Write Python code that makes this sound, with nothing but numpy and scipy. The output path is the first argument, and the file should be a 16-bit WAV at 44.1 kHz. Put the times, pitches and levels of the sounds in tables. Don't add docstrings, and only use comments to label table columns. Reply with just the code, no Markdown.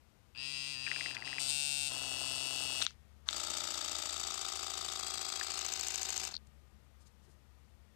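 import sys
import numpy as np
from scipy import signal
from scipy.fft import rfft, irfft
from scipy.io import wavfile
from scipy.ndimage import map_coordinates

SR = 44100
rng = np.random.default_rng(int(sys.argv[2]) if len(sys.argv) > 2 else 0)


def volts_from_decibels(level):
    exponent = np.asarray(level, float) / 20
    return 10 ** exponent


def materialize(psi):
    bounded = np.clip(np.atleast_2d(psi).T, -1, 1)
    quanta = np.round(bounded * 32767).astype(np.int16)
    wavfile.write(sys.argv[1], SR, quanta)


N = 350639

CLOSER_S = 1.392
PUMP_ON_S, PUMP_OFF_S = 3.3, 6.27
# first_shift_s, second_shift_s
GRIP_SHIFTS = [(4.15, 5.67), (4.15, 5.68), (5.0, 5.47), (5.0, 5.6)]


def in_time(rows, fade=0.0039):
    t = np.arange(N) / SR
    s, *columns = np.transpose(rows)
    gate = np.clip(np.minimum(t - s[0], s[-1] - t) / fade, 0, 1)
    return [np.interp(t, s, c) for c in columns] + [gate]


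def unit(x, gate=None):
    return x / np.sqrt(np.average(x ** 2, weights=gate) + 1e-20)


def after(s, fade=0.045):
    return np.clip((np.arange(N) / SR - s) / fade + .5, 0, 1)


def blend(share, old, new):
    return old + share * (new - old)


def drift(rate):
    knots = rng.standard_normal(round(rate * N / SR) + 2)
    return map_coordinates(knots, [np.linspace(0, len(knots) - 1, N)], order=3)


def body(x, modes):
    out = np.zeros(N)
    for k, (hz, width, level_db) in enumerate(modes):
        r = np.exp(-np.pi * width / SR)
        b = [(1 - r * r) / 2, 0, (r * r - 1) / 2]
        a = [1, -2 * r * np.cos(2 * np.pi * hz / SR), r * r]
        out += (-1) ** k * volts_from_decibels(level_db) * signal.lfilter(b, a, x + 1e-18)
    return out


def twice(x, hz, first_width, second_width):
    return body(body(x, [(hz, first_width, 0)]), [(hz, second_width, 0)])


def band(x, low_hz, high_hz, order=3):
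    return signal.sosfilt(signal.butter(order, [low_hz, high_hz], "band", fs=SR, output="sos"), x)


def strikes(phase, spread_db):
    at = np.flatnonzero(np.diff(np.floor(phase)) > 0)
    late = np.clip((np.ceil(phase[at]) - phase[at]) / (phase[at + 1] - phase[at]), 0, 1)
    size = volts_from_decibels(spread_db * rng.standard_normal(size=2000)[:len(at)])
    out = np.zeros(N)
    out[at], out[at + 1] = size * (1 - late), size * late
    return out


def rebounds(tick, rows):
    return sum(volts_from_decibels(level_db) * np.roll(tick, round(s * SR)) for s, level_db in rows)


def surface(phase, cells, rough, grain_db=9.5):
    def bumps(size):
        height_db = grain_db * np.minimum(rng.exponential(1, size), 5)
        return unit(volts_from_decibels(height_db) * rng.choice([-1, 1], size))
    worn = bumps(cells)
    same = np.interp(phase % 1 * cells, np.arange(cells + 1), np.r_[worn, worn[0]])
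    rough = np.clip(rough, 0, 1)
    return np.sqrt(1 - rough) * same + np.sqrt(rough) * bumps(N)


def load(strokes, column, rest_db):
    # start_strokes, length_strokes, knock_db, rasp_db
    pressure = [(0.217, 0.073, -1.5, -4), (.3, 0.34, -10, -36), (0.749, 0.28, -2.5, -6.5),
                (1.21, 0.15, -4, -11.5), (1.3, 0.32, -2, -71), (1.749, 0.293, -3, -7.5)]
    out = volts_from_decibels(rest_db)
    for row in pressure:
        since = (strokes % 2 - row[0]) % 2
        edge = np.minimum(since / 0.03, (row[1] - since) / 0.035)
        out = out + volts_from_decibels(row[column]) * np.clip(edge, 0, 1)
    return out


def garden():
    # hz, level_db
    air_curve = [(12, -91), (20, -28), (74, -4), (107, -12.5), (153, -17.5), (171, -19.5), (214, -17.5),
                 (253, -22.5), (749, -26), (1550, -30), (1830, -33.5), (1990, -31), (15600, -45)]
    # hz, width_hz, level_db
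    drone_tones = [(65.7, 22, -12.5), (115.5, 72, -12.5), (211.4, 4.4, -16.5), (1223, 8.3, -28),
                   (1850, 46, -27)]
    t, hz = np.arange(N) / SR, np.arange(N // 2 + 1) * SR / N + 1
    at, level_db = np.transpose(air_curve)
    air_shape = volts_from_decibels(np.interp(np.log(hz), np.log(at), level_db))
    air = irfft(rfft(rng.standard_normal(N)) * air_shape, N)
    air = air / np.std(band(air, 124, 22000))
    noise = rng.standard_normal(N)
    drone = sum(volts_from_decibels(d) * unit(twice(noise, f, w, w)) for f, w, d in drone_tones)
    near = after(CLOSER_S, fade=0.054)
    drone_hz = blend(near, 68.69, 71.4) + 0.91 * drift(1.5)
    swell_db = 3.5 * np.exp(-(t - 6.2) ** 2)
    drone_db = blend(near, -80, -65.5) + 1.9 * drift(1.1) + swell_db
    drone = drone + np.sin(2 * np.pi * np.cumsum(drone_hz) / SR)
    return volts_from_decibels(-70) * air + volts_from_decibels(drone_db + 3.0) * drone


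def first_controls():
    # time_s, turns_per_s
    speed_far = [(.347, 132), (.394, 133.5), (.454, 133.7), (.525, 141.8), (.55, 134.6), (.612, 137.9),
                 (.64, 136.5), (.678, 140.4), (.73, 141.9), (.76, 127.9), (.932, 134.7), (1.008, 139.5),
                 (1.108, 135.2), (1.302, 133.7), (1.39, 135)]
    speed_near = [(1.4, 137.6), (1.468, 136.1), (1.504, 144.5), (1.562, 143.2), (1.658, 144.3),
                  (1.714, 142.7), (1.784, 143.7), (1.848, 142), (1.88, 142.9), (1.906, 128.5),
                  (1.93, 128.2), (1.958, 132.7), (2.112, 131.3), (2.25, 133), (2.646, 132.6),
                  (2.686, 131.2), (2.855, 130.7)]
    # time_s, level_db
    level_far = [(.347, -44), (.456, -41.5), (.522, -42.5), (.558, -42), (.73, -42.5), (.768, -46.5),
                 (1.012, -42), (1.136, -45), (1.39, -46)]
    level_near = [(1.401, -37), (1.468, -39), (1.503, -34), (1.878, -35), (1.902, -45), (2.25, -43),
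                  (2.649, -42), (2.69, -43), (2.857, -41.5)]
    # from_s, to_s, onset_s
    drag_times = [
        (.86, 1.51, .12),
        (1.89, 2.83, .03),
    ]
    drag_levels = [-56.5, -53]
    t, near = np.arange(N) / SR, after(CLOSER_S, fade=0.0031)
    speed, _ = in_time(speed_far + speed_near)
    level_db, gate = in_time(level_far + level_near, fade=0.00099)
    stall_s, fall_s, rise_s, stall_db = 1.215, .1, .04, -9
    stall = np.clip(np.minimum(1 + (t - stall_s) / fall_s, 1 - (t - stall_s) / rise_s), 0, 1)
    level_db = level_db + stall_db * np.minimum(3.1 * stall, 1)
    since = np.maximum(t - level_far[0][0], 0)
    rise_db = -10 * np.exp(-since / 0.04)
    bright_db = level_db + blend(near, -12, -7) - 26 * np.exp(-since / 0.052)
    hum_db = blend(near, -67.5, -66) + rise_db + 0.2 * stall_db * stall
    drags = [after(start, fade=onset) - after(end, fade=0.0067) for start, end, onset in drag_times]
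    dragging, free_db = sum(drags), -78
    gear_db = free_db + sum(on * (drag_db - free_db) for on, drag_db in zip(drags, drag_levels))
    rough = blend(dragging, blend(near, 0.18, 0.1), 0.22)
    speed = speed + .1 * near * (1 - dragging) * np.sin(2 * np.pi * (30 * t + .95))
    speed = speed - 28.01 * stall - 40 * np.exp(-since / .016)
    return speed, level_db + rise_db, bright_db, hum_db, gear_db, rough, gate


def rotor_hum(turn, near):
    # multiple, level_db
    far_orders = [(1, -2), (2, -9), (3, -16.5), (4, -19), (5, -16.5), (6, -15), (7, -13.5), (8, -13),
                  (9, -15.5), (10, -14), (11, -14.5), (12, -15), (13, -15), (14, -5), (15, -15), (16, -12)]
    near_orders = [(1, 2), (2, -4), (3, -19), (4, -7.5), (5, -2.5), (6, -2), (7, -27), (8, -11), (9, -17),
                   (10, -4.5), (11, -5.5), (12, -12), (13, -20), (14, -15), (15, -8.5), (16, -22)]
    hum = 0
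    for (k, far_db), (_, near_db) in zip(far_orders, near_orders):
        level_db = blend(near, far_db - far_orders[1][1], near_db - near_orders[1][1])
        hum = hum + np.sqrt(2) * volts_from_decibels(level_db) * np.sin(2 * np.pi * (k * turn + rng.random()))
    return hum


def gear(strokes, rough):
    # place_strokes, level_db
    pin_blows = [(.265, -1.5), (.345, 0.5), (.43, -3.5), (0.774, 2.5), (0.851, 3.5), (0.941, 7)]
    blows = sum(volts_from_decibels(level_db) * strikes(strokes - at, spread_db=1.2) for at, level_db in pin_blows)
    grind = surface(strokes, 1600, rough, grain_db=-1.5) * load(strokes, 2, rest_db=-10.5)
    return 4.2 * blows + 0.65 * grind


def first_run():
    # hz, width_hz, level_db
    frame_far = [(3170, 270, -7.5), (3910, 170, -6.5), (4770, 200, 1.5), (5110, 220, -7), (5490, 110, -12)]
    frame_near = [(2887, 280, 1.5), (3360, 190, 0), (3860, 260, 0.5), (4160, 130, 2), (4950, 360, 3),
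                  (5500, 210, 0), (5800, 1700, -10.5)]
    bright_far = [(5830, 1250, -7.5), (8160, 85, 1), (8460, 560, -9), (8970, 850, -8.5), (13500, 4400, -28)]
    bright_near = [(6500, 2380, -1), (8400, 243, 10), (9490, 490, -2.5), (12630, 2500, -56)]
    gear_modes = [(303, 78, -0.5), (740, 200, 2.5), (1300, 910, -5)]
    # hz, width_hz, level_db
    whine = [
        (2620, 580, 1),
        (2653, 480, -9.5),
        (2736, 360, -6),
    ]
    # delay_s, level_db
    near_bounce = [(.0, 0.), (.0011, -7.), (.0022, -3.)]
    far_bounce = [(.0, -9.5), (.0011, -16), (.0022, -24)]
    loaded_bounce = [(.0, -8), (.00113, -15), (.00377, -6)]
    speed, frame_db, bright_db, hum_db, gear_db, rough, gate = first_controls()
    turn = np.cumsum(speed * (gate > 0)) / SR + .8
    near, loaded = after(CLOSER_S, fade=0.0035), after(1.89)

    tick = 15 * strikes(turn, spread_db=.25)
    far_taps, taps, loaded_taps = [rebounds(tick, rows) for rows in (far_bounce, near_bounce, loaded_bounce)]
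    rub = (5.5 * rough ** 2 + 0.15 * loaded + 0.02) * surface(turn, 320, 0.18, grain_db=2.5)
    drag_on = np.exp(-((turn % 1 - .25) / 0.22) ** 2) + 0.2
    far_hit = 0.5 * tick + .5 * surface(turn, 320, .8 * rough, grain_db=2.5) * drag_on
    near_hit = taps + 7.7 * rub * drag_on

    far_share = volts_from_decibels(-12 * (1 - after(.374, fade=0.0036))) - near
    frame = far_share * unit(body(far_hit, frame_far)) + near * unit(body(near_hit, frame_near))
    shares, blows = (1 - near, near - loaded, loaded), (far_taps, taps, loaded_taps)
    for share, blow, (hz, width, level_db) in zip(shares, blows, whine):
        ring = twice(blow + 1.6 * rub * drag_on, hz, width, width)
        frame = frame + share * volts_from_decibels(level_db) * unit(ring)
    mesh = volts_from_decibels(-5 + 1.5 * drift(30.0)) * drag_on * np.sin(2 * np.pi * 35 * turn)
    frame = band(frame + (1 - near) * mesh, 2150, 9200, order=3)

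    first_tap = tick + 13.2 * rub * (np.exp(-(turn % 1) / 0.086) + 0.065)
    bright = (1 - near) * unit(body(far_hit + 0.37 * tick, bright_far))
    bright = band(bright + near * unit(body(first_tap, bright_near)), 2900, 21400, order=2)
    drag = unit(body(gear(turn / 6.5, 0.45) + 0.12 * rng.standard_normal(N), gear_modes))
    out = volts_from_decibels(frame_db - 6.5) * frame + volts_from_decibels(bright_db) * bright
    return gate * (out + volts_from_decibels(hum_db) * rotor_hum(turn, near) + volts_from_decibels(gear_db - 2.5) * drag)


def hit(s, level_db, hz, t60):
    t = np.arange(1500) / SR
    ring = np.sin(2 * np.pi * hz * t) * volts_from_decibels(-60 * t / t60) * np.minimum(t / 0.00052, 1)
    return round(s * SR), volts_from_decibels(level_db) * ring


def lay(hits):
    out = np.zeros(N)
    for at, ring in hits:
        out[at:at + len(ring)] += ring
    return band(out, 1220, 13000, order=2)


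def piston_knocks():
    # time_s, peak_db, pitch_hz, upper_ring_db
    knocks = [(0.866, -31, 1780, 8), (.8745, -25, 1810, -8), (0.8788, -30, 1700, -8),
              (0.885, -40, 1710, -5), (0.9148, -18.5, 2010, -6), (0.927, -35, 1520, -5),
              (0.961, -27, 1750, 1), (1.009, -22.5, 2100, -7), (1.0597, -22.5, 1980, -23),
              (1.11, -30, 1850, -1), (1.149, -35, 1650, -13), (1.157, -36, 1550, -10),
              (1.176, -43, 2000, -3), (1.1672, -27.5, 2090, 1.5), (1.2233, -27, 1980, -23),
              (1.275, -28, 2000, -3), (1.3292, -25, 1913, -20), (1.383, -24.5, 2100, 0.5),
              (5.4118, -21, 1740, -10)]
    hits = [hit(s, level_db, hz, 0.01) for s, level_db, hz, _ in knocks]
    hits += [hit(s, level_db + upper_db, 2443, 0.013) for s, level_db, _, upper_db in knocks]
    return lay(hits)


def rustles():
    # time_s, length_s, level_db, pitch_hz
    puffs = [(1.151, 0.0098, -42.5, 4540), (7.286, .03, -64.5, 256), (2.845, 0.11, -49.5, 4130),
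             (3.283, 0.035, -57, 1520), (3.284, 0.0075, -49, 6500), (3.291, 0.0082, -40, 3600),
             (3.274, 0.025, -60, 4760), (6.335, 0.045, -68, 6500), (6.344, 0.044, -59, 4300),
             (6.472, 0.0071, -66, 7300), (7.018, 0.037, -72, 7200), (7.071, 0.028, -66.5, 6600),
             (7.075, .02, -90, 4800), (7.248, .05, -76, 7360), (7.314, 0.05, -74, 7700)]
    t = np.arange(N) / SR
    grains = surface(np.zeros(N), 4, 1, grain_db=4.0)
    out = np.zeros(N)
    for s, length, level_db, hz in puffs:
        swell = np.exp(-((t - s) / (length / 2)) ** 2)
        out += volts_from_decibels(level_db) * unit(band(grains, hz * 0.53, hz * 1.28, order=2)) * swell
    return out


def button_clicks():
    # time_s, peak_db, low_ring_db, high_ring_db; the rows after 6.3 s are the pump's last clicks as it stops
    presses = [(2.817, -2.5, -9, -17), (2.8234, 1, -11, -4), (2.8654, 1, -10.5, -7.5), (2.907, -33.5, 5, 6),
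               (3.288, 2.5, -11, -10), (3.329, -6.5, -11, -15), (6.311, -21, -5, -11),
               (6.3434, -31, 8, -24), (6.377, -29, -35, -15)]
    # hz, t60_s
    rings = [(1400, 0.0064), (3800, 0.0052), (6300, 0.005)]
    hits = []
    for s, level_db, low_db, high_db in presses:
        for (hz, t60), ring_db in zip(rings, (low_db, 0, high_db)):
            hits.append(hit(s, level_db + ring_db - 14.5, hz * .97, t60))
            hits.append(hit(s, level_db + ring_db - 23, hz * 1.045, t60))
    return lay(hits)


def reversals(strokes):
    # place_strokes, level_db
    pin_blows = [(.235, 0), (.735, -1)]
    # place_strokes, case_db, neck_db
    damping = [(0, -7, 2), (.22, -10, 3), (.232, 2, 7), (.4, 6, 1), (.45, 4.5, 10), (.72, 9.5, 14),
               (.732, -13, -24), (.9, 6.5, 23.5), (.97, 18.5, 14), (1, 1, -10)]
    blows = sum(volts_from_decibels(level_db) * strikes(strokes - at, spread_db=0.14) for at, level_db in pin_blows)
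    grind = surface(strokes / 2, 3200, .2, grain_db=1.0) * load(strokes, 2, rest_db=-14)
    at, *damped_db = np.transpose(damping)
    return 8 * blows + volts_from_decibels(-17) * grind, [volts_from_decibels(np.interp(strokes % 1, at, d)) for d in damped_db]


def second_levels(a, b):
    # first_grip_db, second_grip_db, third_grip_db
    part_levels = [
        (-53.5, -54.5, -52.5),
        (-51, -53.5, -54),
        (-43, -44.5, -45.5),
        (-44, -45.5, -42),
    ]
    run_down = (-120, -150, -260, -320)
    off_s = np.maximum(np.arange(N) / SR - PUMP_OFF_S, 0)
    soft_db = -3 * (1 - after(PUMP_ON_S + 0.038, fade=.01))
    gate = after(PUMP_ON_S, fade=0.0057) - after(6.355, fade=0.0082)
    levels_db = []
    for (first_db, second_db, third_db), fall in zip(part_levels, run_down):
        grip_db = first_db + a * (second_db - first_db) + b * (third_db - second_db)
        levels_db.append(grip_db + soft_db + fall * off_s)
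    return levels_db, gate


def gripped(source, modes, shifts, sign):
    a, b = after(shifts[0], fade=0.13), after(shifts[1], fade=0.2)
    out = np.zeros(N)
    for k, (hz, width, first_db, second_db, third_db) in enumerate(modes):
        level = (1 - a) * volts_from_decibels(first_db) + (a - b) * volts_from_decibels(second_db) + b * volts_from_decibels(third_db)
        out += sign ** k * level * body(source, [(hz, width, 0)])
    return out


def pings(strokes):
    # place_strokes, hz, width_hz, early_db, last_grip_db
    contacts = [(.94, 3720, 251, -27.5, -32), (1.79, 2940, 300, -36, -31)]
    late, running = after(GRIP_SHIFTS[0][1], fade=0.2), 1 - after(PUMP_OFF_S)
    out = np.zeros(N)
    for place, hz, width, early_db, late_db in contacts:
        ring = twice(strikes((strokes - place) / 2, spread_db=1.0), hz, width, 2 * width)
        out += volts_from_decibels(blend(late, early_db, late_db)) * 20 * running * ring
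    return out


def tooth_snaps(strokes):
    # time_s, even_strokes_db, odd_strokes_db
    snap_levels = [(3.3, 29, 10), (3.7, 19, 27), (4.3, 11, 30), (5.0, 11, 15), (5.3, 14, 10), (5.5, 32, 10),
                   (5.75, 37.5, 15), (6.3, 36, 15)]
    even_db, odd_db, _ = in_time(snap_levels)
    snap = volts_from_decibels(even_db) * strikes((strokes - .25) / 2, spread_db=1.2)
    snap = snap + volts_from_decibels(odd_db) * strikes((strokes - 1.25) / 2, spread_db=1.2)
    snap = snap + .35 * np.roll(snap, 60)
    ring = body(snap, [(6300, 310, 10.0), (7700, 780, 5.5), (3100, 310, -3.5)])
    return band(ring, 2500, 9100, order=2) + body(snap, [(11500, 820, -19)])


def second_run():
    # time_s, strokes_per_s
    pump_speed = [(3.3, 27.48), (3.45, 29.63), (3.6, 29.47), (3.8, 28.66), (4.1, 28.18), (5.0, 27.25),
                  (5.55, 27.71), (5.7, 27.25), (6.28, 27.21)]
    # hz, width_hz, first_grip_db, second_grip_db, third_grip_db
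    case_modes = [(327, 137, -8.5, -28, -28), (377.4, 37, -9, -5, -8), (612, 64, -3.5, -12, -15.5),
                  (764, 110, -2.5, 1, -0.5), (811, 144, -0.5, -8, -4.5), (960, 26, -18, -19, -6)]
    neck_modes = [(1231, 108, -3, 0.5, -5.5), (1392, 124, -4, -1.5, -5.5), (1550, 137, -12.5, -9, -4.5)]
    frame_modes = [(2340, 2130, -9.5, -8.5, -6), (2910, 540, -3.5, -5.5, 0), (3290, 144, -5.5, -2, -7),
                   (3400, 110, -2.5, -2, -4.5), (3720, 240, -2.5, -8, -4.5), (4370, 234, -6, -4.5, 0),
                   (4565, 126, 2, -2, -4), (4760, 254, -3, 1.5, -2), (5316, 304, -3, -14, -1)]
    cap_modes = [(5700, 830, -5, -9, -7.5), (6490, 330, -10, -8, -5.5), (7300, 310, -2.5, -16, -2),
                 (7970, 340, 4, 7, -1.5), (8460, 910, -1.5, 1, -3.5)]
    # hz, width_hz, level_db
    sheen = [(10000, 330, -27), (11730, 1900, 17.5), (13400, 3500, 13.5)]
    speed, _ = in_time(pump_speed)
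    speed = speed * (1 - 0.4 * after(6.3, fade=0.03))
    strokes = (np.cumsum(speed) - np.sum(speed[:round(PUMP_ON_S * SR)])) / SR
    knock, (case_free, neck_free) = reversals(strokes)
    weak_db = -2 * ((strokes - .45) % 2 < 1.1)
    rub = surface(strokes / 2, 3200, .7, grain_db=2.0)
    mixed = rub * load(strokes, 3, rest_db=-6) * volts_from_decibels(.3 * weak_db)
    rasp = rub * load(strokes, 3, rest_db=-16) * volts_from_decibels(weak_db)

    case = case_free * gripped(knock, case_modes, GRIP_SHIFTS[0], -1)
    neck = neck_free * gripped(knock, neck_modes, GRIP_SHIFTS[1], -1)
    frame = gripped(mixed, frame_modes, GRIP_SHIFTS[2], -1)
    cap = gripped(rasp, cap_modes, GRIP_SHIFTS[3], 1)
    cap = 1.27 * unit(band(cap, 5180, 7320, order=2)) + volts_from_decibels(-14.5) * unit(body(rasp, sheen))
    first_s, second_s = GRIP_SHIFTS[0]
    levels_db, gate = second_levels(after(first_s, fade=1.0), after(second_s, fade=0.28))
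    out = sum(volts_from_decibels(level_db) * unit(part, gate) for part, level_db in zip((case, neck, frame, cap), levels_db))
    return gate * (out + pings(strokes) + volts_from_decibels(levels_db[3]) * tooth_snaps(strokes))


def coast():
    done = (np.arange(N) / SR - 6.335) / .046
    ticks_per_s = np.interp(done, [0, 1], (330, 120)) * (done > 0) * (done < 1)
    ticks = strikes(np.cumsum(ticks_per_s) / SR, spread_db=10.0)
    return volts_from_decibels(-46.5) * 20 * band(body(ticks, [(4300, 350, 0)]), 3600, 5800, order=3)


def scene():
    air_and_drone = garden()
    device = first_run() + piston_knocks() + rustles() + button_clicks() + second_run() + coast()
    echo = signal.lfilter([.5], [1, -.5], device)
    device = device + volts_from_decibels(-20.0) * np.roll(echo, 130) + volts_from_decibels(-19.0) * np.roll(echo, 520)
    return np.array([volts_from_decibels(4) * (device + air_and_drone), np.zeros(N)])


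def top_cut(x):
    return signal.sosfilt(signal.butter(12, 15790, fs=SR, output="sos"), x)


def record(dry):
    cut = signal.sosfilt(signal.cheby2(12, 70, 16400, fs=SR, output="sos"), dry)
    return top_cut(cut)


dry = scene()
out = record(dry)
materialize(out)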